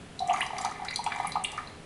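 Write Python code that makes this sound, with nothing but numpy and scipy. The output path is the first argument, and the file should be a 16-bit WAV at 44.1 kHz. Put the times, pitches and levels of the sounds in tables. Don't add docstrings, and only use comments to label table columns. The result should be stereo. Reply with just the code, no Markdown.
import sys
import numpy as np
from scipy import signal
from scipy.fft import rfft, irfft, next_fast_len
from scipy.io import wavfile

SR = 44100
rng = np.random.default_rng(int(sys.argv[2]) if len(sys.argv) > 2 else 0)


def store_pcm(level_fs):
    pcm = np.round(np.clip(level_fs, -1, 1) * 32767).astype(np.int16)
    wavfile.write(sys.argv[1], SR, np.atleast_2d(pcm).T)


N = 81585
T = np.arange(N) / SR
FFT_SIZE = next_fast_len(N + SR)
FREQS = np.fft.rfftfreq(FFT_SIZE, 1 / SR)


def plops():
    # start in seconds, pitch in Hz, level in dB, relative rise per second, swell in seconds.
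    drops = [(.2025, 733, -29, 0, 0.0047), (.217, 776, -28, -9.5, 0.0059), (.238, 753, -39.5, -2, 0.0077),
             (.281, 687, -28, 9, 0.006), (.2935, 685.5, -20, 13.5, 0.0046),
             (.308, 756.7, -17.5, 11, 0.0028), (.304, 1080, -33, 9.5, 0.0058),
             (.331, 743, -22, 9.5, 0.0046), (.339, 1070, -24.5, 22.5, 0.00452),
             (.428, 804, -27.5, 64, 0.0027), (.5035, 886, -28, 4, 0.0041),
             (.531, 727.7, -29.5, 15.5, 0.0036), (.5605, 744, -31.5, 19, 0.0033),
             (.586, 985, -33.5, 37, 0.00297), (.6035, 749, -32.5, 4, 0.0079), (.647, 787, -20, 35, 0.0026),
             (.6535, 1260, -28, 5.5, 0.0034), (.659, 753.2, -33.5, 10, 0.0069),
             (.714, 1210, -34.5, 4, 0.0027), (.794, 795, -36, 11, 0.0066), (.819, 746, -28.5, 13, 0.0049),
             (.989, 807.7, -27.5, 23, 0.0045), (1.063, 810, -21, 22, 0.0038),
             (1.074, 1206, -28.5, 27, 0.00169), (1.158, 754, -31, 65, 0.00335),
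             (1.1992, 857, -21.5, -4, 0.0022), (1.244, 755, -31, 7.5, 0.0092),
             (1.246, 1075, -28, 13, 0.003), (1.3548, 780, -19, 29, 0.003), (1.3595, 1127, -26, 5, 0.003),
             (1.368, 788.6, -23, 2, 0.0037), (1.5305, 918, -35.5, 0, 0.00416)]
    return bubbles(drops)


def squelches():
    # start in seconds, pitch in Hz, level in dB, relative rise per second, swell in seconds.
    pockets = [(.1905, 3930, -32, 11, 0.0032), (.292, 2165, -33.5, 39, 0.0064),
               (.334, 1896, -38, 28.5, 0.0055), (.361, 2032, -39, 13.5, 0.0072),
               (.4045, 1386, -24.5, 82.5, 0.0045), (.4115, 2497, -29, 22, 0.0072),
               (.416, 1853, -34, 8, 0.00715), (.563, 1657, -41.5, 80, 0.00413),
               (.694, 1607, -36, 28.5, 0.0018), (.849, 963, -38.5, 80, 0.0063),
               (.883, 3856, -28.5, 12.5, 0.0037), (.882, 2006, -31, 18.5, 0.0028),
               (.908, 1760, -32.5, 49, 0.00235), (.921, 1824, -39, 16, 0.0082),
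               (.9585, 4093, -24.5, 13, 0.0024), (.961, 3380, -34.5, -3, 0.0027),
               (1.063, 2330, -32, 33, 0.00177), (1.1187, 2220, -24.5, 12, 0.0016),
               (1.119, 1637, -26.5, 8, 0.0029), (1.27, 2180, -38, -2, 0.0054),
               (1.3185, 3710, -32, 35, 0.0022), (1.4415, 2290, -28.5, 58, 0.0068),
               (1.445, 2784, -27.5, -1.5, 0.0038), (1.5765, 946, -25, 114, 0.0035),
               (1.582, 1740, -33.5, 1, 0.004), (1.6725, 3980, -39.5, 13.5, 0.0022)]
    return bubbles(pockets, rough=0.693, flutter_hz=700)


def bubbles(rows, rough=0.34, flutter_hz=405):
    out, t = np.zeros(N), T[:SR // 16]
    flutter_band = np.exp(-(np.fft.fftfreq(len(t), 1 / SR) / flutter_hz) ** 2)
    for start, hz, db, rise, peak_s in rows:
        flutter = np.fft.ifft(flutter_band * np.exp(2j * np.pi * rng.random(len(t))))
        chirp = np.exp(2j * np.pi * hz * (t + rise * t * t / 2))
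        tone = (1 + rough * flutter / flutter.std()) * chirp
        add(out, start, amp(db) * swell(t, peak_s) * tone.imag / np.hypot(1, rough))
    return out


def ticks():
    # start in seconds, centre in Hz, level in dB, half width in octaves.
    sacs = [(0.191, 6100, -40.5, 0.53), (0.273, 7360, -41, 0.253), (0.33, 6460, -37.5, 0.11),
            (0.335, 6700, -39, 1), (0.371, 8950, -44, 0.61), (0.404, 9830, -36, 0.18),
            (0.429, 9780, -44.5, 0.34), (.462, 4100, -41.5, 1), (0.581, 5570, -35, 1),
            (0.615, 7300, -38, 0.035), (0.611, 6840, -39, 1), (.647, 4500, -34.5, 0.43),
            (0.646, 8100, -36.5, 0.71), (0.709, 6500, -47, 0.72), (0.847, 5800, -41, 0.94),
            (0.904, 8960, -45.5, .4), (0.908, 4190, -40, 0.35), (0.938, 6390, -43, .15),
            (0.958, 8260, -30, 0.69), (1.0395, 7760, -36, 0.4), (1.062, 3000, -35.5, 0.36),
            (1.12, 3460, -40.5, 0.21), (1.159, 7000, -45.5, 0.36), (1.269, 9800, -32.5, 0.23),
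            (1.319, 4960, -41, 1), (1.354, 2340, -43.5, .6), (1.4378, 8740, -28.5, 0.15),
            (1.516, 7900, -40, 1.0), (1.573, 5850, -47.5, 0.7)]
    out, t = np.zeros(N), T[:SR // 40]
    hz = np.fft.rfftfreq(len(t), 1 / SR) + 1
    envelope = swell(t, peak_s=0.0033)
    for start, centre, db, octaves in sacs:
        band = 1 / (1 + (np.log2(hz / centre) / octaves) ** 2)
        spray = envelope * irfft(rfft(rng.standard_normal(len(t))) * band, len(t))
        add(out, start, amp(db) * spray * np.linalg.norm(envelope) / np.linalg.norm(spray))
    return out


def crackle():
    # frequency in Hz, relative level in dB.
    colour = [(300, -53), (1350, -17), (1650, 3.5), (2200, 6.5), (2650, -33), (3000, -2.5), (4100, -4.5),
              (5500, -34), (10500, -18)]
    return amp(-4) * seep(colour, per_s=420, spread_db=8)


def trickle():
    # frequency in Hz, relative level in dB.
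    colour = [(300, -58.5), (620, -5.5), (760, 6), (1000, 1.5), (1230, 1.5), (1450, -26.5), (3000, -20.5)]
    return seep(colour, per_s=550, spread_db=1)


def seep(colour, per_s, spread_db):
    sizes = amp(spread_db * np.clip(rng.standard_normal(N), -2, 2)) * rng.choice([-1, 1], N)
    grains = sizes * (rng.random(N) < per_s / SR)
    cepstrum = irfft(np.log(amp(along(colour))), FFT_SIZE)
    cepstrum[1:FFT_SIZE // 2] *= 2
    cepstrum[FFT_SIZE // 2:] = 0
    return unit(filtered(grains, np.exp(rfft(cepstrum)))) * pressure(T)


def pops(per_s, middle_hz, trim_db):
    spread_octaves, spread_db, rise_per_s, swell_s = 0.56, 7.5, 33, 0.0017
    when, pitch, size = rng.random((int(per_s * T[-1]), 3)).T
    starts = when * T[-1]
    hz = middle_hz * 2 ** (spread_octaves * (2 * pitch - 1))
    db = trim_db + spread_db * (2 * size - 1) + 20 * np.log10(pressure(starts) + 1e-9)
    return bubbles([(*row, rise_per_s, swell_s) for row in zip(starts, hz, db)])


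def pressure(t):
    # hardest moment in seconds, half length in seconds, level in dB.
    presses = [(0.392, 0.1, -42.5), (0.635, 0.082, -44.5), (0.849, 0.19, -54), (1.189, 0.12, -45.5),
               (1.553, 0.16, -52.5)]
    return sum(amp(db) * np.exp(-((t - s) / half_s) ** 2) for s, half_s, db in presses)


def glass(x, low_cut_hz=651.2):
    # resonance in Hz, width in Hz, gain in dB.
    modes = [(744.6, 58.6, 4), (961.9, 38, -8), (1160, 93, -5), (1230, 41, 0.5), (1763, 41, -1.5),
             (2038, 52, 4.5), (2337, 73, 9.5), (2832, 43, 0.5), (3960, 33, 5), (4760, 120, 6),
             (5930, 81, 4)]
    f = FREQS
    ring = 1 + sum(amp(db) * 1j * f * w / (hz * hz - f * f + 1j * f * w) for hz, w, db in modes)
    mouth = 1 - 1 / (1 + (f / low_cut_hz) ** 10)
    return filtered(x, ring * mouth)


def kitchen(x, positions=8):
    # frequency in Hz, seconds to die away by 60 dB.
    decay = [(300, 0.56), (900, 0.27), (2200, 0.5), (4200, 0.39), (10000, 0.24)]
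    # frequency in Hz, tail level in dB.
    colour = [(300, 1.5), (800, -0.5), (2200, -3), (4000, 0), (7000, -3.5), (10500, -3)]
    delay_s, near_db, near_t60_s = 0.005, -9.5, 0.016
    out = np.zeros((2, N))
    for k in range(positions):
        hz, t, noise = signal.stft(rng.standard_normal((2, SR // 2)), SR, nperseg=256)
        fade = amp(-60 * t / along(decay, hz)[:, None])
        energy = np.mean(fade ** 2, axis=1, keepdims=True) * SR / 2
        fade *= amp(along(colour, hz))[:, None] / np.sqrt(energy)
        tail = pair(signal.istft(noise * fade, SR, nperseg=256)[1], alike=0.75)
        near = rng.standard_normal(tail.shape[1]) * amp(-60 * T[:tail.shape[1]] / near_t60_s)
        echoes = tail + amp(near_db) * near / np.linalg.norm(near)
        crossfade = np.maximum(0, 1 - abs(T / T[-1] * (positions - 1) - k))
        add(out, delay_s, signal.fftconvolve((x * crossfade)[None], echoes, axes=1))
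    return out


def rumble(peak_s=1.3055, half_s=0.15, hz=166.6, half_width_hz=15):
    body = filtered(rng.standard_normal(N), 1 / (1 + ((FREQS - hz) / half_width_hz) ** 2))
    return amp(-51) * unit(body) * np.exp(-((T - peak_s) / half_s) ** 2)


def room_tone():
    # frequency in Hz, relative level in dB.
    colour = [(25, -4), (130, 1), (240, 0.5), (330, -6), (600, -5), (1100, -11.5), (2200, -14),
              (3200, -15.5), (5500, -24), (10500, -25.5)]
    # frequency in Hz, left-right likeness from 0 to 1.
    likeness = [(40, 0.96), (130, 0.98), (280, 0.89), (1000, 0.61), (9000, 0.84)]
    air = pair(rfft(rng.standard_normal((2, FFT_SIZE))), along(likeness)) * amp(along(colour))
    return amp(-47) * unit(irfft(air, FFT_SIZE)[:, :N])


def appliance():
    # pitch in Hz, rms level in dB.
    tones = [(166, -66), (409.5, -60.5)]
    return sum(amp(db) * np.sqrt(2) * np.sin(2 * np.pi * (hz * T + rng.random())) for hz, db in tones)


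def swell(t, peak_s):
    u = t / peak_s
    return (u * u * np.exp(1 - u * u)) ** (3 / 4)


def amp(db):
    return 10 ** (np.asarray(db) / 20)


def unit(x):
    return x / np.sqrt(np.mean(x ** 2) + 1e-20)


def along(points, hz=FREQS):
    freqs, values = np.transpose(points)
    return np.interp(np.log(hz + 1), np.log(freqs + 1), values)


def filtered(x, response):
    return irfft(rfft(x, FFT_SIZE) * response, FFT_SIZE)[..., :N]


def add(track, start_s, sound):
    part = track[..., max(0, round(start_s * SR)):][..., :sound.shape[-1]]
    part += sound[..., :part.shape[-1]]


def pair(two, alike):
    turn = np.arccos(np.clip(alike, 0, 1)) / 2
    mid, side = two[0] * np.cos(turn), two[1] * np.sin(turn)
    return np.array([mid + side, mid - side])


def scene():
    # frequency in Hz, left over right in dB.
    balance = [(750, 1.5), (2000, 2), (4000, 1.06)]
    juice = crackle() + trickle() + plops() + squelches()
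    splatter = pops(per_s=260, middle_hz=1790, trim_db=-4)
    fizz = pops(per_s=200, middle_hz=7030, trim_db=-14)
    juice = glass(juice + splatter + fizz + ticks())
    pan = amp(along(balance) * [[.5], [-.5]])
    return filtered(juice + kitchen(juice), pan) + rumble() + room_tone() + appliance()


def record(dry, top_hz=11020):
    return filtered(dry, 1 / np.sqrt(1 + (FREQS / top_hz) ** 240))


dry = scene()
out = record(dry)
store_pcm(out)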